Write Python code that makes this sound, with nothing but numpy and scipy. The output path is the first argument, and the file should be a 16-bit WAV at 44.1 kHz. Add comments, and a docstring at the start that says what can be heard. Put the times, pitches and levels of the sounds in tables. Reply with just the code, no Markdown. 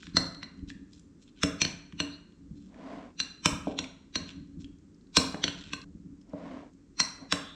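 """Sauced vegetable cubes tumble and squelch as a steel spoon stirs them in a glass bowl.
The spoon clinks on the glass, which the food damps, and each knock thuds through the wooden table.
Twice the spoon skids and squeaks; now and then a hand turns the bowl, which rubs on the wood.
Behind it all is the low hush of a quiet kitchen."""
import sys
import numpy as np
from scipy import signal
from scipy.fft import rfft, irfft, next_fast_len
from scipy.io import wavfile
from scipy.ndimage import uniform_filter1d

SR = 44100
rng = np.random.default_rng(int(sys.argv[2]) if len(sys.argv) > 2 else 0)


def master(y):
    """Save y as 16-bit WAV."""
    cut = np.clip(np.atleast_2d(y).T, -1, 1)
    pcm = np.round(cut * 32767)  # scale
    wavfile.write(sys.argv[1], SR, pcm.astype(np.int16))


N = 332955
TIME = np.arange(N) / SR
AGE = TIME[:2 * SR // 5]   # s since a blow


def from_db(db):
    """Decibels to gain."""
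    return 10 ** (np.asarray(db) / 20)


def unit_rms(x):
    """Scale to rms 1."""
    return x / np.sqrt(np.mean(x ** 2) + 1e-20)


def unit_blow(x):
    """Scale to the energy of 10 ms at rms 1."""
    return x / np.sqrt(np.sum(x ** 2) / (SR / 100) + 1e-20)


def add(track, t, sound):
    """Mix a sound into the track from t seconds."""
    at = int(round(t * SR))
    part = sound[max(-at, 0):max(N - at, 0)]
    track[max(at, 0):max(at, 0) + len(part)] += part


def butter(x, hz, kind, order=2):
    """Butterworth filter."""
    sos = signal.butter(order, np.clip(hz, 10, .45 * SR), kind, fs=SR, output="sos")
    return signal.sosfilt(sos, x + 1e-18)


def coloured(x, spectrum):
    """Filter by a curve of (f/Hz, level/dB) points; rms 1."""
    hz, db = np.transpose(spectrum)
    size = next_fast_len(N)
    bins_hz = np.maximum(np.fft.rfftfreq(size, 1 / SR), 1)
    gain = from_db(np.interp(np.log(bins_hz), np.log(hz), db))
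    return unit_rms(irfft(rfft(x, size) * gain, size)[:N])


def decay(age, t60):
    """Envelope falling 60 dB in t60 seconds."""
    return np.exp(-np.log(1000) * age / t60)


def struck(modes):
    """One blow on modes (f/Hz, level/dB, t60/s); the contact point varies each mode's share."""
    hz, db, t60 = np.transpose(modes)
    shares = from_db(db + rng.standard_normal(hz.shape)) * rng.choice([-1, 1], hz.shape) / np.sqrt(t60)
    out = np.zeros(len(AGE))
    for mode_hz, mode_t60, gain in zip(hz, t60, shares):
        age = AGE[:int(2 * mode_t60 * SR)]
        out[:len(age)] += gain * decay(age, mode_t60) * np.sin(2 * np.pi * mode_hz * age)
    return unit_blow(out)


def burst(t60):
    """Decaying white noise."""
    return rng.standard_normal(len(AGE)) * decay(AGE, t60)


def grains(per_s, spread_db, size=N):
    """Random tiny contacts of uneven strength."""
    strength = from_db(spread_db * np.minimum(rng.exponential(1, size), 4)) * rng.choice([-1, 1], size)
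    return strength * (rng.random(size) < per_s / SR)


# table top modes: f/Hz, level/dB, t60/s
TABLE_MODES = [(48.4, -21.5, .3), (79.1, -5.5, 0.08), (105, -13, 0.17), (164, 0, 0.06), (190, 0, 0.038),
               (272.9, -2.5, 0.27), (307.5, -6.5, 0.077), (430, -13.5, 0.031), (488.2, -14, 0.096),
               (563, -13.5, 0.074), (659.4, -14.5, 0.085)]


def table_blow(scatter=.03):
    """The table top rings, slightly differently each time, with a hollow among its low modes."""
    modes = [(hz * rng.normal(1, scatter), db, t60) for hz, db, t60 in TABLE_MODES]
    return unit_blow(butter(struck(modes), [112, 142], "bandstop", order=1))


def cube_bumps():
    """Soft cubes land at one spot and excite only the table's low modes."""
    body = butter(butter(table_blow(), 340, "low", order=6), 35, "high")
    return signal.oaconvolve(grains(per_s=120, spread_db=3), body)[:N]


def surge(start_s, hold_s, attack_s, release_s):
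    """Envelope that is full by start_s, holds, then dies away."""
    age = TIME - start_s
    return np.clip(age / attack_s + 1, 0, 1) * np.exp(-np.maximum(age - hold_s, 0) / release_s)


# spoonfuls tipped down the heap: t/s, length/s, level/dB
SPOONFULS = [(0.0, 0.28, -49), (0.6, 0.1, -43.5), (2.42, 0.22, -48.5), (3.6, 0.17, -54),
             (4.35, 0.32, -50.5), (5.55, 0.21, -48.5), (5.89, 0.15, -51)]


def tumbling(trim_db=-1.5, stir_db=-60.5, jolt_db=-50.5, turn_db=-5, attack_s=.028):
    """The heap bumps at two spots, set off by stirring, turns, spoonfuls and spoon blows."""
    bumps = unit_rms(cube_bumps() + cube_bumps())
    spills = [from_db(db) * surge(t, length_s, attack_s, release_s=.19) for t, length_s, db in SPOONFULS]
    jolts = [from_db(jolt_db + .31 * force_db) * surge(t + attack_s, 0, attack_s, release_s=.17)
             for t, force_db, *_ in SPOON_BLOWS]
    causes = [from_db(stir_db), from_db(turn_db) * turn_envelope(), *spills, *jolts]
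    return from_db(trim_db) * np.sqrt(sum(cause ** 2 for cause in causes)) * bumps


# still kitchen spectrum: f/Hz, level/dB
AIR_SPECTRUM = [(15, -30.5), (30, -8.5), (49, 1), (60, -10), (80, -7.5), (125, -9.5), (170, -2),
                (290, -3.5), (400, -11.5), (700, -32), (1250, -29), (3000, -38), (7500, -34.5),
                (11500, -51.5), (15000, -60.5)]


def room_air(level_db=-58.5):
    """Steady low hush of the kitchen."""
    return from_db(level_db) * coloured(rng.standard_normal(N), AIR_SPECTRUM)


# loudest short ticks (wet smacks, light spoon taps and a dull knock): t/s, level/dB, f/Hz
TICKS = [(0.0303, -35, 1560), (0.0685, -34, 1715), (0.347, -37.5, 3870), (0.701, -30.5, 1765),
         (0.9327, -42.5, 4800), (0.995, -43, 7200), (1.924, -39, 1740), (2.7433, -45.5, 1740),
         (3.8418, -28.5, 2280), (4.6442, -38, 3290), (5.3445, -27, 1590), (5.704, -43, 1790),
         (5.8164, -37.5, 4053), (6.2135, -51.5, 5140)]


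def ticks(trim_db=-14, t60=.021, ring_db=-4, faint_per_s=4, faint_db=-58.5, faint_hz=(2500, 8000)):
    """Short snaps, each with a brief ring; fainter ones come at random."""
    out = np.zeros(N)
    faint = [(when * N / SR, faint_db + 4 * (2 * size - 1), np.interp(pitch, [0, 1], faint_hz))
             for when, size, pitch in rng.random((int(faint_per_s * N / SR), 3))]
    for t, db, hz in TICKS + faint:
        snap = unit_blow(butter(burst(t60), [hz * .78, hz * 1.4], "band", order=1))
        ring = from_db(ring_db) * struck([(hz, 0, t60)])
        add(out, t, from_db(db + trim_db) * unit_blow(snap + ring))
    return out


# spoon strokes through the food: mid t/s, half length/s, level/dB, f/Hz
DRAGS = [(0.044, 0.06, -53.5, 4200), (0.699, 0.016, -49, 4470), (0.958, 0.056, -63.5, 5900),
         (1.227, .025, -61, 6850), (1.283, .018, -62, 3460), (1.392, 0.031, -59, 2960),
         (2.631, 0.1, -69, 5100), (3.699, 0.04, -51, 2460), (4.293, 0.032, -48, 2930),
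         (4.616, 0.016, -57.5, 5510), (5.591, 0.13, -51, 3260)]


def drags(glass_ring, trim_db=-2, glass_db=-3, width_oct=1.1):
    """The dragging spoon crackles and faintly rings the glass."""
    out, offset_s = np.zeros(N), AGE - AGE.mean()
    for t, half_s, db, hz in DRAGS:
        crackle = unit_rms(grains(per_s=4100, spread_db=7.5, size=len(AGE)))
        ringing = unit_rms(signal.fftconvolve(crackle, glass_ring)[:len(AGE)])
        band_hz = hz * 2 ** (width_oct * np.array([-.5, .5]))
        stroke = unit_rms(butter(crackle + from_db(glass_db) * ringing, band_hz, "band", order=1))
        add(out, t - AGE.mean(), from_db(db + trim_db) * stroke * np.exp(-(offset_s / half_s) ** 2))
    return out


def stirring():
    """The small sounds of stirring: ticks and drags, band-limited."""
    glass_ring = struck(GLASS_MODES)
    mix = ticks() + drags(glass_ring)
    return butter(butter(mix, 1100, "high", order=3), 6800, "low")


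# heaviest cubes dropping back: t/s, level/dB
DROPS = [(0.075, -32), (0.145, -19.5), (0.628, -27), (1.932, -29), (2.509, -27), (3.521, -20),
         (4.203, -26.5), (4.365, -27), (4.566, -26), (4.635, -30), (5.948, -29.5), (6.052, -30.5)]
# bowl rocking on the wood: t/s, thud level/dB, clack level/dB
ROCKS = [(3.667, -17, -34.5), (5.339, -22.5, -38), (6.33, -22.5, -43)]
# bowl foot modes: f/Hz, level/dB, t60/s
FOOT_MODES = [(419, 1.5, 0.23), (467, -25, .05), (596.6, 5.5, 0.047), (823, 1.5, 0.021), (1005, 1.5, 0.015),
              (1500, -12, .02)]


def thuds(knock_db=-1, drop_db=-11, topple_db=-5, topple_s=.028, rock_db=-7, clack_db=-1, lag_s=.002):
    """Spoon knocks, cubes that land and topple, and the rocking bowl shake the table top."""
    out = np.zeros(N)
    for t, _, db, *_ in SPOON_BLOWS:
        add(out, t + lag_s, from_db(db + knock_db) * butter(table_blow(), 85, "high"))
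    for t, db in DROPS:
        for delay_s, bump_db in ((0, 0), (topple_s * rng.uniform(.44, 2), topple_db)):
            soft_bump = unit_blow(butter(table_blow(), 320, "low", order=6))
            add(out, t + delay_s, from_db(db + drop_db + bump_db) * soft_bump)
    for t, db, foot_db in ROCKS:
        thud = from_db(db + rock_db) * butter(table_blow(), 150, "high")
        clack = from_db(foot_db + clack_db) * struck(FOOT_MODES)
        add(out, t + 2 * lag_s, thud + clack)
    return butter(butter(out, 2400, "low"), 28, "high")


def swell(clink, length_s, level_db=-8, rise_s=.0074):
    """The brief, thinner swell that leads into a clink."""
    age = AGE[:round(length_s * SR)]
    fade = rng.standard_normal(len(age)) * np.exp(-age / rise_s)
    thin = butter(butter(clink[:len(age)], 8000, "low", order=4), 1700, "high", order=1)
    lead = signal.fftconvolve(thin, fade[::-1] / np.sqrt(np.sum(fade ** 2)))
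    return from_db(level_db) * lead[:len(age)]


def singing(db, hz, t60=.15, split=.016):
    """The uneven bowl splits a wall mode into a beating pair that outlasts the knock."""
    return from_db(db) * struck([(hz * (1 - split / 2), 0, t60), (hz * (1 + split / 2), -3, t60)])


# bowl and spoon modes: f/Hz, level/dB, t60 at the rim/s
GLASS_MODES = [(1047, 1.5, .03), (1206, -0.5, 0.017), (1340, -4.5, 0.0064), (1543, 1.5, 0.055),
               (1604, -7, 0.023), (1730, -2.5, 0.0043), (1930, -8, 0.019), (2384, 2, 0.0028),
               (2748, -8, 0.082), (2980, -12.5, 0.039), (3110, -11.5, 0.0045), (3437, -7.5, 0.045),
               (3690, -2, 0.011), (4004, -3, 0.051), (4210, -3.5, 0.11), (4080, -9, 0.59),
               (4350, -10, 0.13), (4210, -16.5, 0.024), (5520, -10.5, 0.05), (5230, -8.5, 0.039),
               (5893, -3.5, 0.032), (5590, -5, 0.044), (5670, -10.5, 0.14), (6100, -9, .025),
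               (6206, -10, .015), (6655, -20.5, 0.0055), (7580, -2.5, 0.011), (7650, -1, 0.086),
               (7790, -8, 0.057), (8370, -8.5, 0.043), (9960, -5, 0.0083)]
# leading knock, clack, clink and upper modes: level/dB, t60 at the rim/s
LEAD_MODES = [(4, .011), (7, .018), (6, .045), (4, .035)]
# edges of the knock, clack, clink, upper and top registers: f/Hz
REGISTER_EDGES_HZ = [800, 2000, 3850, 4800, 7000, 10000]
# a harder blow is a shorter contact, so treble grows fastest
# rows knock, clack, top, crack: level at a medium blow/dB, slope/(dB per dB of force)
FORCE_LAW = [(-30, 1.18), (-25.5, 1.02), (-38.5, 2.01), (-53.5, 2.35)]
# spoon on glass: t/s, force re medium/dB, thud level/dB, knock-to-clack tilt/dB,
# height (0 floor, 1 rim), clack f/Hz, clink f/Hz, clink level/dB, upper level/dB
SPOON_BLOWS = [(0.1683, 1, -23.5, -4.5, 1, 2004, 4240, -19, -28.5),
               (0.43, -14, -42.5, -2, .75, 2012, 4100, -40.5, -53.5),
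               (1.4334, 1.5, -18.5, -0.5, 0.07, 3530, 4150, -43.5, -26.5),
               (1.617, 0, -28, 3, 1, 2380, 4290, -24.5, -23),
               (1.65, -6.5, -30, .5, 0.6, 3000, 4360, -32, -41),
               (2.0016, -2, -28.5, 0, 0.89, 2860, 4210, -31.5, -35.5),
               (3.201, -4, -40, -0.5, 0.94, 2800, 4080, -25, -31.5),
               (3.4577, 6, -21, -1, 0, 2440, 4140, -33.5, -21),
               (3.7889, -5.5, -33.5, 1.5, 0.54, 3410, 4200, -36, -35.5),
               (4.156, -5.5, -30.5, -2, 0.88, 3880, 4244, -28.5, -34),
               (5.1686, 7.5, -18.5, -1, 0.2, 2470, 4183, -19, -19),
               (5.4401, -3.5, -29, 6.5, .88, 3320, 4400, -31, -30),
               (5.48, -5.5, -35, 0.5, 0.7, 3010, 4305, -39, -46),
               (5.7334, -5, -37.5, -1.5, 0.81, 2660, 4215, -36.5, -42),
               (7.001, 1.5, -34, -2.5, .6, 2034, 4190, -20, -21.5),
               (7.3241, 3, -26, -1, .05, 3480, 3880, -38, -27)]


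def clinks(crack_trim_db=12, glass_trim_db=-1, detune=.003, swell_s=.05):
    """Steel strikes glass; lower down, against the food, the ring is deeper, shorter and grittier."""
    out = np.zeros(N)
    for t, force_db, _, tilt_db, height, clack_hz, clink_hz, clink_db, upper_db in SPOON_BLOWS:
        knock_db, clack_db, top_db, crack_db = (db + slope * force_db for db, slope in FORCE_LAW)
        levels_db = [knock_db - tilt_db, clack_db + tilt_db, clink_db, upper_db, top_db]
        knock_hz = np.interp(height, [0, 1], [1220, 1700])
        upper_hz = np.interp(height, [0, 1], [5340, 5990])
        t60_scale = np.interp(height, [0, 1], [.73, 1])
        grit_db = np.interp(height, [0, 1], [-3.5, -10])
        leads_hz = [knock_hz, clack_hz, clink_hz, upper_hz]
        modes = GLASS_MODES + [(hz, db, t60) for hz, (db, t60) in zip(leads_hz, LEAD_MODES)]
        clink = from_db(crack_db + crack_trim_db) * unit_blow(butter(burst(t60=.014), 7300, "high"))
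        for low, high, level_db in zip(REGISTER_EDGES_HZ, REGISTER_EDGES_HZ[1:], levels_db):
            ring = struck([(hz * rng.normal(1, detune), db, t60 * t60_scale)
                           for hz, db, t60 in modes if low <= hz < high])
            grit = unit_blow(butter(burst(t60=.02), [low, high], "band", order=3))   # steel chatters
            clink += from_db(level_db + glass_trim_db) * unit_blow(ring + from_db(grit_db) * grit)
        clink = butter(clink, .7 * knock_hz, "high")   # glass radiates little below the knock
        add(out, t - swell_s, np.concatenate([swell(clink, swell_s), clink]))
        add(out, t, singing(clink_db - 5.5, clink_hz) + singing(upper_db - 10.5, upper_hz))
    return out


# spoon skids on bare glass: mid t/s, half length/s, level/dB, f/Hz
SQUEAKS = [(2.138, 0.022, -46, 4130), (7.486, 0.074, -49, 3490)]


def squeaks(rise_hz_per_s=2910, waver_depth_hz=197, waver_rate_hz=350):
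    """Steel sticks and slips: an unsteady tone that climbs as the spoon slides up the wall."""
    out, offset_s = np.zeros(N), AGE - AGE.mean()
    for t, half_s, db, hz in SQUEAKS:
        waver = unit_rms(butter(rng.standard_normal(len(AGE)), waver_rate_hz, "low"))
        pitch_hz = hz + rise_hz_per_s * offset_s + waver_depth_hz * waver
        tone = np.sin(2 * np.pi * np.cumsum(pitch_hz) / SR)
        add(out, t - AGE.mean(), from_db(db) * tone * np.exp(-(offset_s / half_s) ** 2))
    return out


# turns of the bowl: t/s, length/s, full-speed level/dB
TURNS = [(2.599, 0.57, -44), (6.184, 0.56, -45), (7.144, 0.16, -52.5)]


def turn_envelope(rise_power=3.44, fall_power=2.37):
    """Gain following the bowl's speed: each push builds slowly and stops sooner."""
    out = np.zeros(N)
    for t, length_s, db in TURNS:
        progress = np.clip((TIME - t) / length_s, 0, 1)
        push = progress ** rise_power * (1 - progress) ** fall_power
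        out += from_db(db) * push / push.max()
    return out


# glass rubbing on wood: f/Hz, level/dB
RUB_SPECTRUM = [(88, -42), (150, -22.5), (264, -2), (366, -16.5), (489, -14), (601, -14), (655, -10),
                (861, -22), (1040, -16), (1190, -25), (2210, -29), (2490, -32.5), (5770, -43.5),
                (9000, -53.5), (11700, -71), (19800, -120)]


def turning(trim_db=1):
    """The glass foot slips over the wood grain in dense tiny catches."""
    catches = grains(per_s=3100, spread_db=-.5)
    return from_db(trim_db) * turn_envelope() * coloured(catches, RUB_SPECTRUM)


# kitchen reverberation: f/Hz, t60/s, level/dB
REVERB_BANDS = [(80, 0.92, -8.5), (250, 0.43, -2.5), (620, 0.45, -1), (1320, 0.68, -5.5), (2580, 0.5, -7.5),
                (4200, .55, -12), (6950, 0.37, -7), (12800, 0.42, -4)]


def kitchen(x, build_s=.0057):
    """Direct sound plus a diffuse tail that builds quickly and dies band by band."""
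    age, edges_hz = TIME[:SR], np.geomspace(40, 16000, 15)
    hz, t60s, dbs = np.transpose(REVERB_BANDS)
    white, tail = rng.standard_normal((2, SR)), 0
    build = 1 - np.exp(-age / build_s)
    for k, (low, high) in enumerate(zip(edges_hz, edges_hz[1:])):
        t60, db = (np.interp(np.log(low * high) / 2, np.log(hz), column) for column in (t60s, dbs))
        band = butter(white[k % 2], [low, high], "band") * decay(age, t60) * build
        tail = tail + from_db(db) * band * np.sqrt(2 * (high - low) / SR / np.sum(band ** 2))
    return x + signal.fftconvolve(x, tail)[:N]


def scene(mute_s=(5.845, 6.2)):
    """Everything happens at the bowl, straight ahead of one microphone."""
    bright = kitchen(clinks() + stirring() + squeaks())
    sounding = (TIME < mute_s[0]) | (TIME > mute_s[1])   # one ring stops short
    gate = uniform_filter1d(1.0 * sounding, size=200)
    dull = kitchen(thuds()) + tumbling() + turning()
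    return np.tile(bright * gate + dull + room_air(), (2, 1))


def record(dry, ceiling=.7, dull_hz=8400, cutoff_hz=15750):
    """The hardest peaks are rounded; little of the top octave remains, mostly on the right."""
    rounded = ceiling * np.tanh(dry / ceiling)
    body = butter(rounded, dull_hz, "low", order=6)
    top = from_db([[-23], [-12]]) * butter(rounded, [12000, 14500], "band", order=3)
    return signal.sosfilt(signal.ellip(10, .1, 80, cutoff_hz, fs=SR, output="sos"), body + top)


dry = scene()
out = record(dry)
master(out)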